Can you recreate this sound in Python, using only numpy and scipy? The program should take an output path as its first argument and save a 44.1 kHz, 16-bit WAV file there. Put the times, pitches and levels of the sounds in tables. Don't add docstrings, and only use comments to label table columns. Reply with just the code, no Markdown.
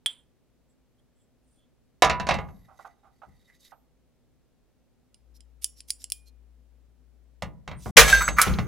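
import sys
import numpy as np
from scipy import signal
from scipy.fft import rfft, irfft
from scipy.io import wavfile
from scipy.ndimage import uniform_filter1d

SR = 44100
rng = np.random.default_rng(int(sys.argv[2]) if len(sys.argv) > 2 else 0)


def inscribe(sig):
    pcm = np.round(np.clip(np.atleast_2d(sig).T, -1, 1) * 32767)
    wavfile.write(sys.argv[1], SR, pcm.astype(np.int16))


N = 382347
TIME = np.arange(N) / SR
AGE = np.arange(SR) / SR
OPPOSITE = np.array([[1], [-1]])
SHIELD_PAN_DB = -3.5

# f/Hz, level/dB, T60/s
PIPE_MODES = [(3200, -0.5, .33), (3420, -3, .38), (7680, -14.5, 0.24), (9040, -7, .17)]
# t/s, level/dB, contact bandwidth f/Hz, T60/s of the extra damping by hand and pipe
KNOCKS = [(2.0218, -11, 12000, 4.8), (2.047, -20, 8950, 1.9), (2.0973, -20, 6000, 8.9),
          (2.199, -29, 5600, 1.1), (2.269, -30.5, 8000, 1.1), (2.289, -19.5, 5960, 3.4),
          (2.309, -20.5, 4400, 6.7), (2.341, -30.5, 7750, 0.65), (2.387, -34, 3030, 1.2),
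          (2.487, -48.5, 1980, .25), (7.4224, -31.5, 10950, 0.47), (7.677, -36, 5630, 0.84),
          (7.714, -39, 3110, 1.1), (7.859, -32.5, 1210, 1.3), (8.287, -25, 13000, 0.25),
          (8.465, -28, 2800, 2.6), (8.587, -28, 5000, 0.51)]
# f/Hz, level/dB
SHIELD_MODES = [(607, -7.5), (634, -5.5), (713, -10.5), (759, -1.5), (827, -4.5), (941, -9), (985, -2),
                (1066, -1.5), (1116, -6), (1167, -7), (1210, -2.5), (1317, -6), (1449, -3.5), (2014, -2.5),
                (2117, -4), (2178, -4.5), (2293, -8), (2355, -9.5), (2673, -3.5), (2863, -7.5),
                (3670, -9.5), (3866, -6), (4284, -9.5), (5601, -11), (5842, -13), (6170, -10.5),
                (6706, -12.5)]
# f/Hz, level/dB
SHIELD_SPECTRUM = [(100, -17), (300, -12.5), (480, -1.5), (700, 4), (880, -3), (1200, -6), (1750, -4),
                   (2100, -5), (3000, -9.5), (4000, -12), (6500, -14), (8500, -19.5), (15000, -29)]
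# f/Hz, level/dB
TABLE_SPECTRUM = [(22, -20), (52, -1), (105, -4.5), (190, -2), (270, -16), (500, -16), (900, -52)]
# f/Hz, level/dB, T60/s
STEEL_MODES = [(2439, -48, 0.5), (4190, -49, 0.24), (5200, -48, .4), (5600, -49.5, 0.565), (7149, -40, .14),
               (9100, -27.5, 0.084), (9850, -24, .19)]
# f/Hz, level/dB
FRICTION_SPECTRUM = [(600, -31.5), (2000, -10.5), (5000, 3.5), (9500, -3), (12500, 0), (15000, -17)]


def undb(db):
    return 10 ** (np.asarray(db) / 20)


def unit(x):
    return x / np.sqrt(np.mean(x ** 2))


def fade(t60):
    return np.exp(-np.log(1000) * AGE / t60)


def pan(db):
    return undb(np.array([[db], [-db]]) / 2)


def along(size, hz, values):
    return np.interp(np.log(np.fft.rfftfreq(size, 1 / SR) + 1), np.log(hz), values)


def noise(spectrum, width, peaky_db=0, size=SR):
    # f/Hz, factor on the side signal
    side_factor = [(150, 1.2), (1200, 0.28), (13000, 1.4)]
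    hz, db = np.transpose(spectrum)
    mid, side = rfft(rng.standard_normal((2, size)))
    side = side * width * along(size, *np.transpose(side_factor))
    peaks = unit(np.convolve(rng.standard_normal(size // 2 + 1), np.hanning(90), "same"))
    gain = undb(along(size, hz, db) + peaky_db * peaks)
    return unit(irfft(np.array([mid + side, mid - side]) * gain, size))


def die_away(x, decays):
    hz, t60s = np.transpose(decays)
    out = 0
    for band, t60 in zip(np.eye(len(hz)), t60s):
        out = out + irfft(rfft(x) * along(SR, hz, band), SR) * fade(t60)
    return out


def ring(modes, scatter_db=0.0, spread=0.36):
    chance = rng.standard_normal((len(modes), 2))
    out = 0
    for (hz, db, t60), (weight, shift) in zip(modes, chance):
        wave = np.sin(2 * np.pi * hz * AGE + spread * shift * OPPOSITE)
        out = out + undb(db + scatter_db * weight) * fade(t60) * wave
    return np.sqrt(2) * out


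def soften(x, hz):
    return signal.sosfilt(signal.butter(2, min(hz, .45 * SR), fs=SR, output="sos"), x)


def thin(x, hz):
    return signal.sosfilt(signal.butter(4, hz, "high", fs=SR, output="sos"), x)


def flutter(hz):
    return unit(soften(rng.standard_normal(2 * SR), hz)[SR:])


def stir(struck, size=SR):
    drive = rng.standard_normal((1, size + SR))
    return unit(signal.fftconvolve(struck, drive, axes=1)[:, SR:SR + size])


def add(out, s, x):
    i = int(s * SR)
    out[:, i:i + x.shape[1]] += x[:, :N - i]


def background():
    # f/Hz, level/dB
    air_spectrum = [(25, -13), (62, 0), (81, -12), (121, -5.5), (213, -12), (250, -3), (286, -13),
                    (501, -14.5), (978, -25.5), (15000, -42)]
    hum_band = [(40, -68), (56.5, -24.0), (58.3, 3.0), (60, -22.5), (80, -69.0)]  # f/Hz, level/dB
    waver = unit(noise(hum_band, width=.2, size=N))
    steady = np.sqrt(2) * np.sin(2 * np.pi * 58.2 * TIME)
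    swell = undb(np.interp(TIME, (4.98, 5.31), [-83, -58.5]))
    hum = swell * (steady + 0.24 * waver) * pan(db=12)
    return undb(-66.5) * noise(air_spectrum, width=0.89, size=N) + hum


def room_echo(direct):
    # f/Hz, T60/s
    room_t60 = [(300, 0.46), (3000, 0.03), (10000, 0.024)]
    tail = noise([(100, -5.5), (3000, -7.0), (15000, -0.5)], width=1.0)
    echo = die_away(tail, room_t60) * (1 - fade(t60=0.05))
    echo = echo / np.sqrt(np.sum(echo ** 2) / 2)
    return undb(-20.5) * signal.fftconvolve(direct, echo, axes=1)[:, :N]


def slides(table, modes, hiss_db):
    stir_db_per_octave = 37.5
    out = np.zeros((2, N))
    for s, length, db, centre_hz in table:
        swell = np.hanning(int(length * SR))
        stirred = [(hz, mode_db - stir_db_per_octave * abs(np.log2(hz / centre_hz)), t60)
                   for hz, mode_db, t60 in modes]
        hiss = noise(FRICTION_SPECTRUM, width=0.39, peaky_db=3.5) * unit(undb(3.0 * flutter(hz=151.4)))
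        friction = unit(undb(hiss_db) * hiss + stir(ring(stirred) * fade(t60=0.092)))
        add(out, s - length / 2, undb(db) * swell * friction[:, :len(swell)])
    return out * pan(db=-3.0)


def dragging():
    # t/s, level/dB
    drag_path = [(2.4, -73), (2.72, -76), (2.82, -63.5), (2.95, -87), (3.46, -74.5), (3.54, -67),
                 (3.59, -77), (3.66, -54.5), (3.73, -90)]
    # f/Hz, level/dB, T60/s
    drag_modes = [(1977, 4, 0.026), (3766, -1, 0.023), (4590, -5, .02), (6347, -8, .025)]
    out, size = np.zeros((2, N)), 2 * SR
    times, db = np.transpose(drag_path)
    pressure = np.interp(times[0] + TIME[:size], times, undb(db), right=0)

    def waver(hz):
        return unit(soften(rng.standard_normal(size), hz))

    singing = 0
    for mode in drag_modes:
        singing = singing + undb(mode[1] + 5.9 * waver(hz=7)) * stir(ring([mode]), size=size)
    hiss = noise(FRICTION_SPECTRUM, width=0.47, peaky_db=2.5, size=size)
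    friction = unit(singing) + undb(-4.0) * hiss
    add(out, times[0], pressure * unit(friction * undb(2.7 * waver(hz=40))))
    return out * pan(SHIELD_PAN_DB)


def squeaks():
    # start t/s, length t/s, start f/Hz, end f/Hz, level/dB
    stick_slips = [(2.377, 0.38, 11950, 11200, -73.5), (3.554, 0.36, 13000, 13000, -77),
                   (7.756, 0.07, 8400, 9350, -57.5)]
    out = np.zeros((2, N))
    for s, length, start_hz, end_hz, db in stick_slips:
        swell = np.hanning(int(length * SR))
        waver = unit(uniform_filter1d(rng.standard_normal(SR), size=150))[:len(swell)]
        hz = np.linspace(start_hz, end_hz, len(swell)) * (1 + .012 * waver)
        tone = np.sin(2 * np.pi * np.cumsum(hz) / SR)
        add(out, s, undb(db) * swell * tone * pan(SHIELD_PAN_DB))
    return out


def patch(hz, octaves):
    steps = np.linspace(-4, 4, 17)
    bell = np.transpose([hz * 2 ** (steps * octaves), -4.3 * steps ** 2])
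    return noise(bell, width=0.32, peaky_db=2.5)


def scuffs():
    # middle t/s, length t/s, level/dB, centre f/Hz, width/octaves
    scrapes = [(7.745, 0.11, -60, 1852, 0.43), (7.86, 0.19, -52, 5740, 0.94)]
    out = np.zeros((2, N))
    for s, length, db, hz, octaves in scrapes:
        swell = np.hanning(int(length * SR))
        friction = patch(hz, octaves) * unit(undb(1.9 * flutter(hz=118)))
        add(out, s - length / 2, undb(db) * swell * friction[:, :len(swell)])
    return out * pan(SHIELD_PAN_DB)


def rattles():
    # t/s, level/dB, centre f/Hz
    skips = [(8.223, -32, 12140), (8.479, -35, 3570), (8.538, -34, 3800)]
    out = np.zeros((2, N))
    for s, db, hz in skips:
        add(out, s, undb(db) * patch(hz, octaves=0.32) * fade(t60=0.044))
    return out


def pipe():
    # f/Hz, level/dB
    nail_spectrum = [(330, -24), (580, -4), (1000, -9), (2000, 3), (4500, -2), (8000, -11.5), (15000, -15)]
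    out = np.zeros((2, N))
    tick = undb(-4.0) * noise(nail_spectrum, width=0.083) * (fade(t60=0.02) + undb(-25.5) * fade(t60=0.17))
    struck = ring(PIPE_MODES, spread=.2) * fade(t60=0.085)
    rough = undb(-14.0) * stir(struck) * fade(t60=0.25)
    add(out, 0.0605, undb(-20) * (tick + struck + rough))
    return thin(out, hz=405) * pan(db=-4.0)


def settling():
    # f/Hz, level/dB, T60/s
    landing_modes = [(988, -21, 0.94), (1066.3, -31.5, 0.89)]
    # t/s, level/dB, rise t/s
    bumps = [(2.68, -48, 0.13), (2.790, -42.5, 0.012), (2.846, -37.5, 0.032), (3.03, -51, 0.14),
             (3.218, -44.5, 0.0074), (3.232, -45, 0.011), (3.719, -44, 0.011)]
    # f/Hz, level/dB
    hollow_spectrum = [(300, -25), (560, -9), (770, 8), (980, -4.5), (1200, 1), (1520, -5.5), (1750, -20),
                       (2020, -20.5), (2600, -24.5), (8000, -51)]
    pressed_s = 2.29
    out = np.zeros((2, N))
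    add(out, KNOCKS[0][0], ring(landing_modes, spread=.2) * pan(db=-5))
    out = out * np.exp(-np.maximum(TIME - pressed_s, 0) / .04)
    for s, db, rise in bumps:
        envelope = fade(t60=0.097 + rise) * (1 - fade(rise))
        add(out, s, undb(db) * noise(hollow_spectrum, width=0.46) * envelope * pan(db=-8))
    return out


def thump():
    # f/Hz, T60/s
    table_t60 = [(55, 0.52), (180, 0.49), (500, 0.26)]
    return die_away(noise(TABLE_SPECTRUM, width=0.56), table_t60) * (1 - fade(t60=0.013)) * pan(db=1.5)


def shield_t60(hz):
    # f/Hz, T60/s
    decay_times = [(400, 0.13), (1100, 0.3), (3000, 0.19), (8000, 0.08)]
    points, t60s = np.transpose(decay_times)
    return np.interp(np.log(hz), np.log(points), t60s)


def sheet_ring():
    hz, db = np.transpose(SHIELD_MODES)
    weight, way, side = rng.standard_normal((len(hz), 3)).T
    waves = fade(shield_t60(hz)[:, None]) * np.sin(2 * np.pi * hz[:, None] * AGE)
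    gains = undb(db + 2.0 * weight) * (np.sign(way) + 0.18 * side * OPPOSITE)
    return np.sqrt(2) * gains @ waves


def crowd(count):
    place = (np.arange(count) + rng.random(count)) / count
    hz = 350 + 15000 * place ** 1.7
    points, db = np.transpose(SHIELD_SPECTRUM)
    gain = undb(np.interp(np.log(hz), np.log(points), db)) * hz ** (1 / 5)
    gain = gain * np.sqrt(2 / np.sum(gain ** 2))
    phase = 2 * np.pi * (hz[:, None] * AGE + rng.random((count, 1)))
    return gain[:, None] * fade(shield_t60(hz)[:, None]) * np.sin(phase)


def through_sheet(x):
    lift_db, width_hz = 12, 15
    hz = np.fft.rfftfreq(SR, 1 / SR)
    lift = np.max([undb(db / 2) / (1 + ((hz - mode) / width_hz) ** 2) for mode, db in SHIELD_MODES], axis=0)
    gain = undb(lift_db * lift)
    local_gain = np.sqrt(uniform_filter1d(gain ** 2, size=220))
    return unit(irfft(rfft(x) * gain / local_gain, SR))


def shield():
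    # t/s, level/dB
    thuds = [(3.27, -54), (7.423, -38), (7.858, -31), (8.47, -21.5), (8.494, -24), (8.588, -24)]
    loudest_thump_db, thump_slope, squash_db = -31, 0.65, -26
    out = np.zeros((2, N))
    lesser = crowd(count=220)
    for s, db, contact_hz, damping in KNOCKS:
        mid, side = rng.standard_normal((2, len(lesser)))
        clatter = (mid + 0.2 * side * OPPOSITE) @ lesser
        tick = unit(thin(noise(SHIELD_SPECTRUM, width=.2), hz=1500)) * fade(t60=0.0034)
        contact = through_sheet(noise(SHIELD_SPECTRUM, width=0.3))
        crack = tick + contact * (fade(t60=0.03) + undb(-9.0) * fade(t60=0.11))
        shimmer = thin(noise(SHIELD_SPECTRUM, width=.4, peaky_db=10.5), hz=2400) * fade(t60=0.12)
        sheet = undb(-0.5) * crack + undb(-3.5) * clatter + undb(-15.5) * shimmer + undb(-13.5) * sheet_ring()
        knock = soften(sheet * fade(damping), contact_hz) * pan(SHIELD_PAN_DB)
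        thump_db = loudest_thump_db + thump_slope * min(db - squash_db, 0)
        add(out, s, undb(db) * knock + undb(thump_db) * thump())
    for s, db in thuds:
        add(out, s, undb(db) * thump())
    return out


def clicks():
    # t/s, level/dB, contact bandwidth f/Hz, ring level/dB
    contacts = [(5.144, -41.5, 6000, -6.5), (5.406, -35.5, 5300, -14), (5.644, -14, 14100, -13),
                (5.805, -28, 5900, -13), (5.9044, -15.5, 14900, -15), (6.042, -26.5, 10600, -21.5),
                (6.1011, -34, 13200, -6), (6.1206, -16.5, 15000, -10.5)]
    # f/Hz, level/dB
    steel_spectrum = [(700, -76), (1700, -20.5), (3100, 1.5), (3900, -10.5), (5200, 9), (6100, -7.5),
                      (7200, 4), (8700, 1.5), (9800, 11.5), (11200, -8), (15000, -6.5)]
    out = np.zeros((2, N))
    envelope = fade(t60=0.01) + undb(-19.5) * fade(t60=0.066) + undb(-30.0) * fade(t60=0.25)
    for s, db, contact_hz, ring_db in contacts:
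        crack = noise(steel_spectrum, width=0.35, peaky_db=6.5) * envelope
        struck = undb(ring_db) * ring(STEEL_MODES, scatter_db=12.0)
        add(out, s, undb(db) * soften(crack + struck, contact_hz))
    return thin(out, hz=2000) * pan(db=-2.0)


def spring(fired_s):
    # f/Hz, level/dB, loudest at t/s, T60/s
    spring_modes = [(1660, -29, 8.10, 0.41), (3710, -33.5, 8.15, 0.43), (4410, -36.5, 8.14, 0.46),
                    (6150, -30, 8.15, 0.34), (6340, -39.5, 8.23, 1), (7778, -37, 8.10, 0.28),
                    (7760, -34, 8.245, 0.3)]
    swell_db_per_s, flutter_db = 87, 3
    t = fired_s + AGE
    bend = 0.017 * np.interp(t, (8.19, 8.28), [0, 1])
    seconds = np.cumsum(1 + bend) / SR
    out = 0
    for hz, db, peak_s, t60 in spring_modes:
        swell = undb(db + swell_db_per_s * np.minimum(t - peak_s, 0) + flutter_db * flutter(hz=22))
        decay = np.exp(-np.log(1000) * np.maximum(t - peak_s, 0) / t60)
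        ear_shift = 0.18 * rng.standard_normal() * OPPOSITE
        phase = 2 * np.pi * hz * seconds + .35 * flutter(hz=25) + ear_shift
        out = out + np.sqrt(2) * swell * decay * np.sin(phase)
    return out


def punch():
    # t/s, level/dB, T60/s, rise t/s, power share of bright snap against dull clack (0-1)
    strokes = [(7.968, 5.5, 0.17, 0.027, 0.96), (8.204, -11.5, 0.11, 0.088, 0.02),
               (8.279, -15, 0.034, 0.0034, 0.01), (8.363, -24, 0.6, 0.14, 0.07),
               (8.3842, -7, 0.042, 0.0067, 0), (8.389, -14, 0.2, 0.016, 0.05),
               (8.417, -24, 0.3, 0.0031, 0.98)]
    # f/Hz, level/dB
    snap_spectrum = [(60, -6), (180, -9), (290, -17.5), (480, -0.5), (1000, -3), (1600, 0.5), (2400, 0.5),
                     (3200, -2), (4500, -8.5), (6300, -5), (8500, -14), (11000, -10), (15500, -21.5)]
    clack_spectrum = [(200, -20), (600, -26.5), (1000, -7), (1350, 2.5), (1800, -8), (2300, -4),
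                      (2700, -27), (12000, -30.5)]
    # f/Hz, level/dB, T60/s
    boom_modes = [(52.5, -22, 1.7), (59.55, -27.5, 1.2)]
    # f/Hz, level/dB, T60/s
    slip_modes = [(1580, -1, 0.047), (1590, -10.5, 0.25)]
    out = np.zeros((2, N))
    for s, db, t60, rise, bright in strokes:
        bright = np.clip(bright, 0, 1)
        snap = np.sqrt(bright) * noise(snap_spectrum, width=0.45, peaky_db=2.5)
        clack = np.sqrt(1 - bright) * noise(clack_spectrum, width=0.24)
        add(out, s, undb(db) * through_sheet(snap + clack) * fade(t60) * (1 - fade(rise)))
    fired_s = strokes[0][0]
    buzz_peak_s, buzz_db, rise_db_per_s, fall_db_per_s = 8.103, -18, 207, 149
    past_peak = fired_s + AGE - buzz_peak_s
    buzz = undb(buzz_db + np.minimum(rise_db_per_s * past_peak, -fall_db_per_s * past_peak))
    chatter = through_sheet(noise(snap_spectrum, width=0.45, peaky_db=3.0)) * unit(undb(2.0 * flutter(hz=150)))
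    sheet = undb(-1.5) * chatter * buzz + undb(-22) * sheet_ring()
    rumble = undb(-28.0) * noise(TABLE_SPECTRUM, width=0.53) * fade(t60=1.0)
    table = rumble + ring(boom_modes, spread=1.0)
    add(out, fired_s, (sheet + table) * (1 - fade(t60=0.059)) + spring(fired_s))
    add(out, 8.127, ring(slip_modes, spread=0.068) * (1 - fade(t60=0.034)))
    latch = noise([(1500, -16), (4000, 0.5), (6500, 3.0), (11000, 7.0), (15500, -10)], width=0.23)
    add(out, 8.4155, undb(-9.5) * latch * fade(t60=0.06))
    return out * pan(db=-1.5)


def scene():
    # middle t/s, length t/s, level/dB, f/Hz at which it is stirred most
    punch_rubs = [(5.363, 0.056, -62, 5000), (5.635, 0.049, -46, 9580), (5.788, 0.071, -56.5, 5460),
                  (5.897, 0.052, -47.5, 9500), (6.019, 0.07, -53, 5600), (6.28, 0.066, -62.5, 4220)]
    pipe_rubs = [(0.71, 0.078, -79, 6500), (0.995, 0.04, -77.5, 5600), (1.21, 0.18, -78.5, 6200),
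                 (1.53, 0.23, -73, 8400), (1.615, .17, -77, 3700)]
    fingers = slides(punch_rubs, STEEL_MODES, hiss_db=0.5) + slides(pipe_rubs, PIPE_MODES, hiss_db=-13.0)
    friction = fingers + dragging() + scuffs() + squeaks()
    direct = friction + rattles() + pipe() + settling() + shield() + clicks() + punch()
    outside_pause = (TIME < 7.908) | (TIME > 7.962)
    sounding = uniform_filter1d(1. * outside_pause, size=200)
    return (direct + room_echo(direct) + background()) * sounding


def record(dry):
    clipped = dry / (1 + np.abs(dry) ** 6) ** (1 / 6)
    return signal.sosfilt(signal.ellip(8, .2, 70, 15800, fs=SR, output="sos"), clipped)


dry = scene()
out = record(dry)
inscribe(out)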